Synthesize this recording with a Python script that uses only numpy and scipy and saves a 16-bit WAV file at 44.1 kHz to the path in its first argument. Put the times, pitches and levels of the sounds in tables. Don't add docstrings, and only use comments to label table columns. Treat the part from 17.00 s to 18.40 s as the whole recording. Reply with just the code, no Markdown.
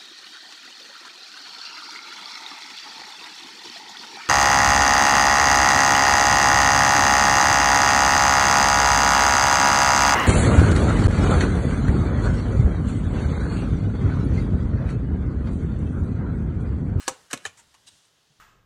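import sys
import numpy as np
from scipy import signal
from scipy.fft import rfft, irfft
from scipy.io import wavfile

SR = 44100
rng = np.random.default_rng(int(sys.argv[2]) if len(sys.argv) > 2 else 0)


def wrap_up_sound(samples):
    columns = np.atleast_2d(samples).T
    tamed = np.clip(columns, -1, 1)
    steps = np.round(tamed * 32767).astype(np.int16)
    wavfile.write(sys.argv[1], SR, steps)


def convert_level_to_amplitude(level_db):
    exponent = np.asarray(level_db, float) / 20
    return 10 ** exponent


N = 61739
T = np.arange(N) / SR
ATTACK_S = 0.00036

# (t/s, level/dB, flurry t60/s, ring share/dB, push t60/s)
SNAPS = [
    (0.0783, -18, 0.047, 0.5, 0.012),
    (0.3301, -21.5, 0.036, 0, 0.01),
    (0.4515, -26, 0.058, 4.5, 0.0075),
]
# (f/Hz, level/dB per Hz)
EDGE_A = [(150, -46), (400, -7), (1300, -4), (2500, -9.5), (5000, -15), (6000, -4.5), (8300, -7.5),
          (16000, -35.5)]
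EDGE_B = [(80, -15.5), (300, 0), (900, -4), (1800, 0), (5000, -9), (6200, -2), (11000, -13), (16000, -42)]
EDGE_C = [(200, -24), (800, -5.5), (1800, -5.5), (3000, -8.5), (5000, -15), (7200, -9), (10500, -25),
          (16000, -45)]
EDGES = (EDGE_A, EDGE_B, EDGE_C)


def level(x, db):
    return x * convert_level_to_amplitude(db) / np.sqrt(np.mean(x ** 2) + 1e-30)


def burst(x, db):
    return x * convert_level_to_amplitude(db) / np.sqrt(np.sum(x ** 2) / (SR / 100))


def curve(table):
    s, db = np.array(table, float).T
    return convert_level_to_amplitude(np.interp(T, s, db, -200, -200))


def colour(x, table):
    hz, db = np.array(table, float).T
    log_bins = np.log(np.arange(1025) * SR / 2048 + 1)
    log_gain = np.interp(log_bins, np.log(hz), db) * np.log(10) / 20
    cepstrum = irfft(log_gain)
    cepstrum[1:1024] *= 2
    cepstrum[1025:] = 0
    impulse = irfft(np.exp(rfft(cepstrum)))
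    return signal.fftconvolve(x, impulse)[:len(x)]


def ring(x, hz, t60):
    decay = np.log(1000) / (max(t60, .002) * SR)
    pole = np.exp(2j * np.pi * hz / SR - decay)
    return signal.lfilter([1], [1, -pole], x).imag * np.sqrt(1 - abs(pole) ** 2)


def mode(x, hz, t60):
    skirt_cycles = 5.8
    broad = ring(np.diff(x, prepend=0), hz, skirt_cycles / hz)
    return ring(broad, hz, t60)


def grains(per_s, spread_db, count=N):
    u = rng.random((3, count))
    happens = u[0] < per_s / SR
    size = convert_level_to_amplitude(-spread_db * np.log(1 - u[2]))
    return level(happens * np.sign(u[1] - .5) * size, 0)


def flurry(s, t60, rise=ATTACK_S, hold=0):
    clicks = grains(per_s=12000, spread_db=2.5)
    t = np.maximum(T - s, 0)
    attack = 1 - np.exp(-t / rise)
    decay = convert_level_to_amplitude(-60 * np.maximum(t - hold, 0) / t60)
    return clicks * attack * decay


def hush():
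    # (f/Hz, level/dB per Hz)
    hush_tone = [(40, -14.5), (120, -7), (700, -8), (2300, -14), (3100, -6), (6800, -12.5), (8000, -27),
                 (16000, -29.5)]
    return level(colour(rng.standard_normal(N), hush_tone), -67.5)


def rumble():
    # (t/s, level/dB)
    weight = [(0, -73), (.2, -71), (.4, -76), (.6, -71), (.8, -74), (.94, -68.5), (1.02, -80),
              (1.22, -80.5), (1.4, -75)]
    # (f/Hz, level/dB per Hz)
    table_tone = [(25, -20), (60, -2), (130, 0), (300, -10.5), (1000, -49.5)]
    return level(colour(rng.standard_normal(N), table_tone), 0) * curve(weight)


def bumps():
    push_s = 0.03
    # (t/s, level/dB, f/Hz, t60/s)
    knocks = [(0.055, -58.5, 74, 0.091), (0.113, -47.5, 290, 0.047), (.1, -48.5, 149, 0.095),
              (0.336, -56, 75, 0.1), (0.456, -48.5, 94, 0.13), (0.67, -65.5, 72, .2),
              (0.738, -75.5, 318, 0.072), (0.77, -74, 110, 0.2), (1.3, -61.5, 146, 0.12),
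              (1.388, -58, 58, 0.1)]
    out = 0
    for s, db, hz, t60 in knocks:
        soft_push = ring(flurry(s, push_s), hz, 1.7 / hz)
        out = out + burst(ring(soft_push, hz, t60), db)
    return out


def rubs():
    lets_go_s, fade_s = .897, .004
    # (t/s, level/dB)
    rub_1 = [(0.541, -85), (.56, -83), (.575, -54.5), (.6, -52), (.61, -59.5), (.635, -74)]
    rub_2 = [(.85, -104), (.866, -60.5), (.878, -46.5), (.884, -52), (.89, -47.5), (.899, -63.5),
             (.92, -60.5), (1.07, -68.5), (1.2, -103.5)]
    rustle = [(0, -54), (.2, -60), (.3, -63.5), (.5, -64), (.7, -65.5), (.85, -66), (1.099, -69.5),
              (1.4, -72)]
    # (f/Hz, level/dB per Hz)
    rub_1_tone = [(300, -13.5), (1600, -1), (2600, -6), (5500, -8), (7400, 1), (9500, -7.5), (11500, -17),
                  (16000, -35)]
    rub_2_tone = [(300, -13.5), (1900, -11), (2300, -17), (2700, -3.5), (4000, -2.5), (9500, -7),
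                  (10800, -19.5), (16000, -35)]
    rustle_tone = [(200, -10.5), (700, -3), (1900, 1.5), (2300, -6), (2900, -2.5), (7500, -3), (10500, -8),
                   (16000, -25)]
    # (f/Hz, width/Hz, level/dB)
    held_rings = [(4020, 100, -9), (5000, 210, -16), (6730, 380, -19), (8420, 350, -11)]

    skin = [grains(per_s=16000, spread_db=1.5) for _ in range(3)]
    held = sum(level(mode(skin[1], hz, 2.2 / width), db) for hz, width, db in held_rings)
    held = held * np.exp(-np.maximum(T - lets_go_s, 0) / fade_s)
    out = held * curve(rub_2)
    strokes = (rub_1, rub_2, rustle)
    tones = (rub_1_tone, rub_2_tone, rustle_tone)
    for friction, stroke, tone in zip(skin, strokes, tones):
        out = out + level(colour(friction, tone), 0) * curve(stroke)
    return out


def slides():
    # (t/s, level/dB)
    slide_1 = [(0, -45.5), (.035, -47.5), (.056, -55.5), (.076, -49), (.082, -69), (.09, -86)]
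    slide_2 = [(.28, -101), (.3, -61), (.311, -41), (.32, -47), (.329, -48), (.335, -55), (.39, -66),
               (.44, -56), (.452, -47), (.46, -82)]
    # (f/Hz, level/dB per Hz)
    hiss_tone = [(200, -17.5), (500, -19.5), (900, -21.5), (1650, 1.5), (3500, -3), (8400, -2.5),
                 (11000, -10.5), (16000, -35)]
    # (f/Hz, width/Hz, level/dB)
    free_rings = [(1664, 43, 3), (1237, 64, 0.5), (3070, 320, -4), (4300, 200, -8), (5760, 500, -13.5),
                  (8400, 900, -14.5)]

    stick_slip = grains(per_s=3500, spread_db=2)
    rings = sum(level(mode(stick_slip, hz, 2.2 / width), db) for hz, width, db in free_rings)
    hiss = level(colour(stick_slip, hiss_tone), 6)
    return level(hiss + rings, 0) * (curve(slide_1) + curve(slide_2))


def ticks():
    tick_times = [.0712, .3036, .3116, .3750, .589, .7410, .7450, .7485, 1.052]
    # (level/dB, flurry t60/s, resonance f/Hz, treble level/dB, ring t60/s)
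    corners = [(-39.5, 0.066, 4250, -26, 0.017), (-50, 0.056, 1720, -15, 0.012),
               (-43, 0.09, 1830, 2.5, .008), (-54, 0.022, 4000, 9, .003), (-58, 0.11, 907, -6, 0.028),
               (-59.5, 0.069, 1100, 2, 0.026), (-62.5, .05, 900, -1, 0.033), (-61.5, 0.022, 2920, 2, 0.01),
               (-69.5, 0.023, 8800, 2, .003)]
    # (f/Hz, level/dB per Hz)
    tick_tone = [(150, -37.5), (500, -1), (1500, 3), (4000, 2), (6500, 2), (9500, -4.5), (12000, -14.5),
                 (16000, -31.5)]
    out = 0
    for s, (db, t60, hz, treble_db, ring_t60) in zip(tick_times, corners):
        hit = flurry(s, t60)
        out = out + burst(mode(hit, hz, ring_t60), db)
        out = out + burst(colour(hit, tick_tone), db + treble_db)
    return out


def slips():
    # (t/s, snap number, level/dB, t60/s)
    catches = [(0.0796, 0, -26, 0.008), (0.0833, 0, -28.5, 0.004), (0.0933, 0, -42, 0.024),
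               (.3313, 1, -29, 0.003), (0.3363, 1, -36.5, 0.0039), (.3444, 1, -39.5, .006),
               (0.4619, 2, -41, 0.016), (0.4727, 2, -49, 0.014)]
    out = 0
    for s, snap, db, t60 in catches:
        out = out + burst(colour(flurry(s, t60), EDGES[int(round(snap))]), db)
    return out


def cracks():
    # (level under the snap/dB, t60/s)
    fronts = [(-15, 0.033), (-13, 0.005), (-25, 0.0038)]
    # (f/Hz, level/dB per Hz)
    crack_tone = [(500, -36), (1500, -10.5), (4000, 2), (9000, 4), (12000, -10.5), (14000, -20),
                  (16000, -43.5)]
    out = 0
    for (s, snap_db, *_), (db, t60) in zip(SNAPS, fronts):
        out = out + burst(colour(flurry(s, t60, rise=0.0004), crack_tone), snap_db + db)
    return out


def snaps():
    # (f/Hz, level/dB, t60/s)
    card_a = [(267, -9.5, 0.059), (371, 3.5, 0.082), (519.8, 2.5, 0.12), (494, -8.5, 0.22),
              (643, -6.5, 0.0603), (792, -1, 0.087), (964.5, -5, 0.14), (1114, 3, 0.049), (1260, 1, 0.037),
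              (1682, 1.5, 0.024), (1692, -7, 0.1), (3100, -7, 0.037), (6040, -13.5, 0.016),
              (7870, -9, 0.0039)]
    card_b = [(134.6, -3, 0.045), (242, -1.5, 0.1), (277.5, 2, 0.064), (436, -2, 0.059), (546, -4, 0.17),
              (716, -9, 0.095), (1091, 2, 0.074), (1340, -1.5, 0.056), (1699, 5, 0.054),
              (8580, 4.5, 0.0068), (2490, -20, 0.044), (2905, -2.5, 0.095), (4060, 1, 0.067),
              (6230, -10, 0.024)]
    card_c = [(407, -4.5, 0.035), (698, -16.5, 0.051), (793, -5, 0.048), (1242, -2, 0.063),
              (1723, 9, 0.029), (574, -11.5, 0.04), (2400, -24, 0.038), (5850, -19, .03),
              (6680, -4.5, 0.065), (3058, -1, 0.082), (3880, -1, 0.014), (7720, -6.5, 0.016),
              (9800, -13.5, 0.11)]
    # (rise/s, hold/s)
    drags = [(.0012, 0.0065), (.002, 0.0087), (.004, .012)]
    push_holds = [.0005, 0.00093, 0.0017]

    edges, rings = 0, 0
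    cards = (card_a, card_b, card_c)
    for snap, drag, push_hold, card, edge in zip(SNAPS, drags, push_holds, cards, EDGES):
        s, db, t60, ring_db, push_s = snap
        rise, hold = drag
        edges = edges + burst(colour(flurry(s, t60, rise, hold), edge), db - 7.0)
        modes = 0
        for hz, mode_db, mode_t60 in card:
            push = flurry(s, push_s, ATTACK_S, push_hold)
            modes = modes + burst(mode(push, hz, mode_t60), mode_db)
        rings = rings + burst(modes, db - 5.5 + ring_db)
    return edges, rings


def room(x):
    tail_db, gap_s = -16.5, 0.0097
    # (f/Hz, t60/s)
    band_t60 = [(125, 0.73), (500, 0.37), (2000, 0.26), (6000, 0.17), (12000, 0.029)]
    t = T[:SR // 2]
    tail = 0
    for hz, t60 in band_t60:
        band = [hz / 1.8, min(hz * 1.8, 20000)]
        sos = signal.butter(2, band, "band", fs=SR, output="sos")
        tail = tail + signal.sosfilt(sos, rng.standard_normal(len(t))) * convert_level_to_amplitude(-60 * t / t60)
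    tail = tail * np.clip(t / gap_s, 0, 1) ** 2
    return signal.fftconvolve(x, tail * convert_level_to_amplitude(tail_db) / np.sqrt(np.sum(tail ** 2)))[:N]


def scene():
    ring_to_room_db, low_cut_hz = -11, 80
    edges, rings = snaps()
    light = edges + cracks() + ticks() + slides() + rubs() + slips()
    cards = light + rings + room(light + convert_level_to_amplitude(ring_to_room_db) * rings)
    cards = signal.sosfilt(signal.butter(2, low_cut_hz, "high", fs=SR, output="sos"), cards)
    return (cards + bumps() + hush() + rumble())[None]


def band_limit(x):
    return signal.sosfilt(signal.butter(12, 16530, fs=SR, output="sos"), x)


def record(dry):
    top_hz = 16050
    mix = signal.sosfilt(signal.ellip(8, .2, 70, top_hz, fs=SR, output="sos"), dry)
    return band_limit(mix)


dry = scene()
out = record(dry)
wrap_up_sound(out)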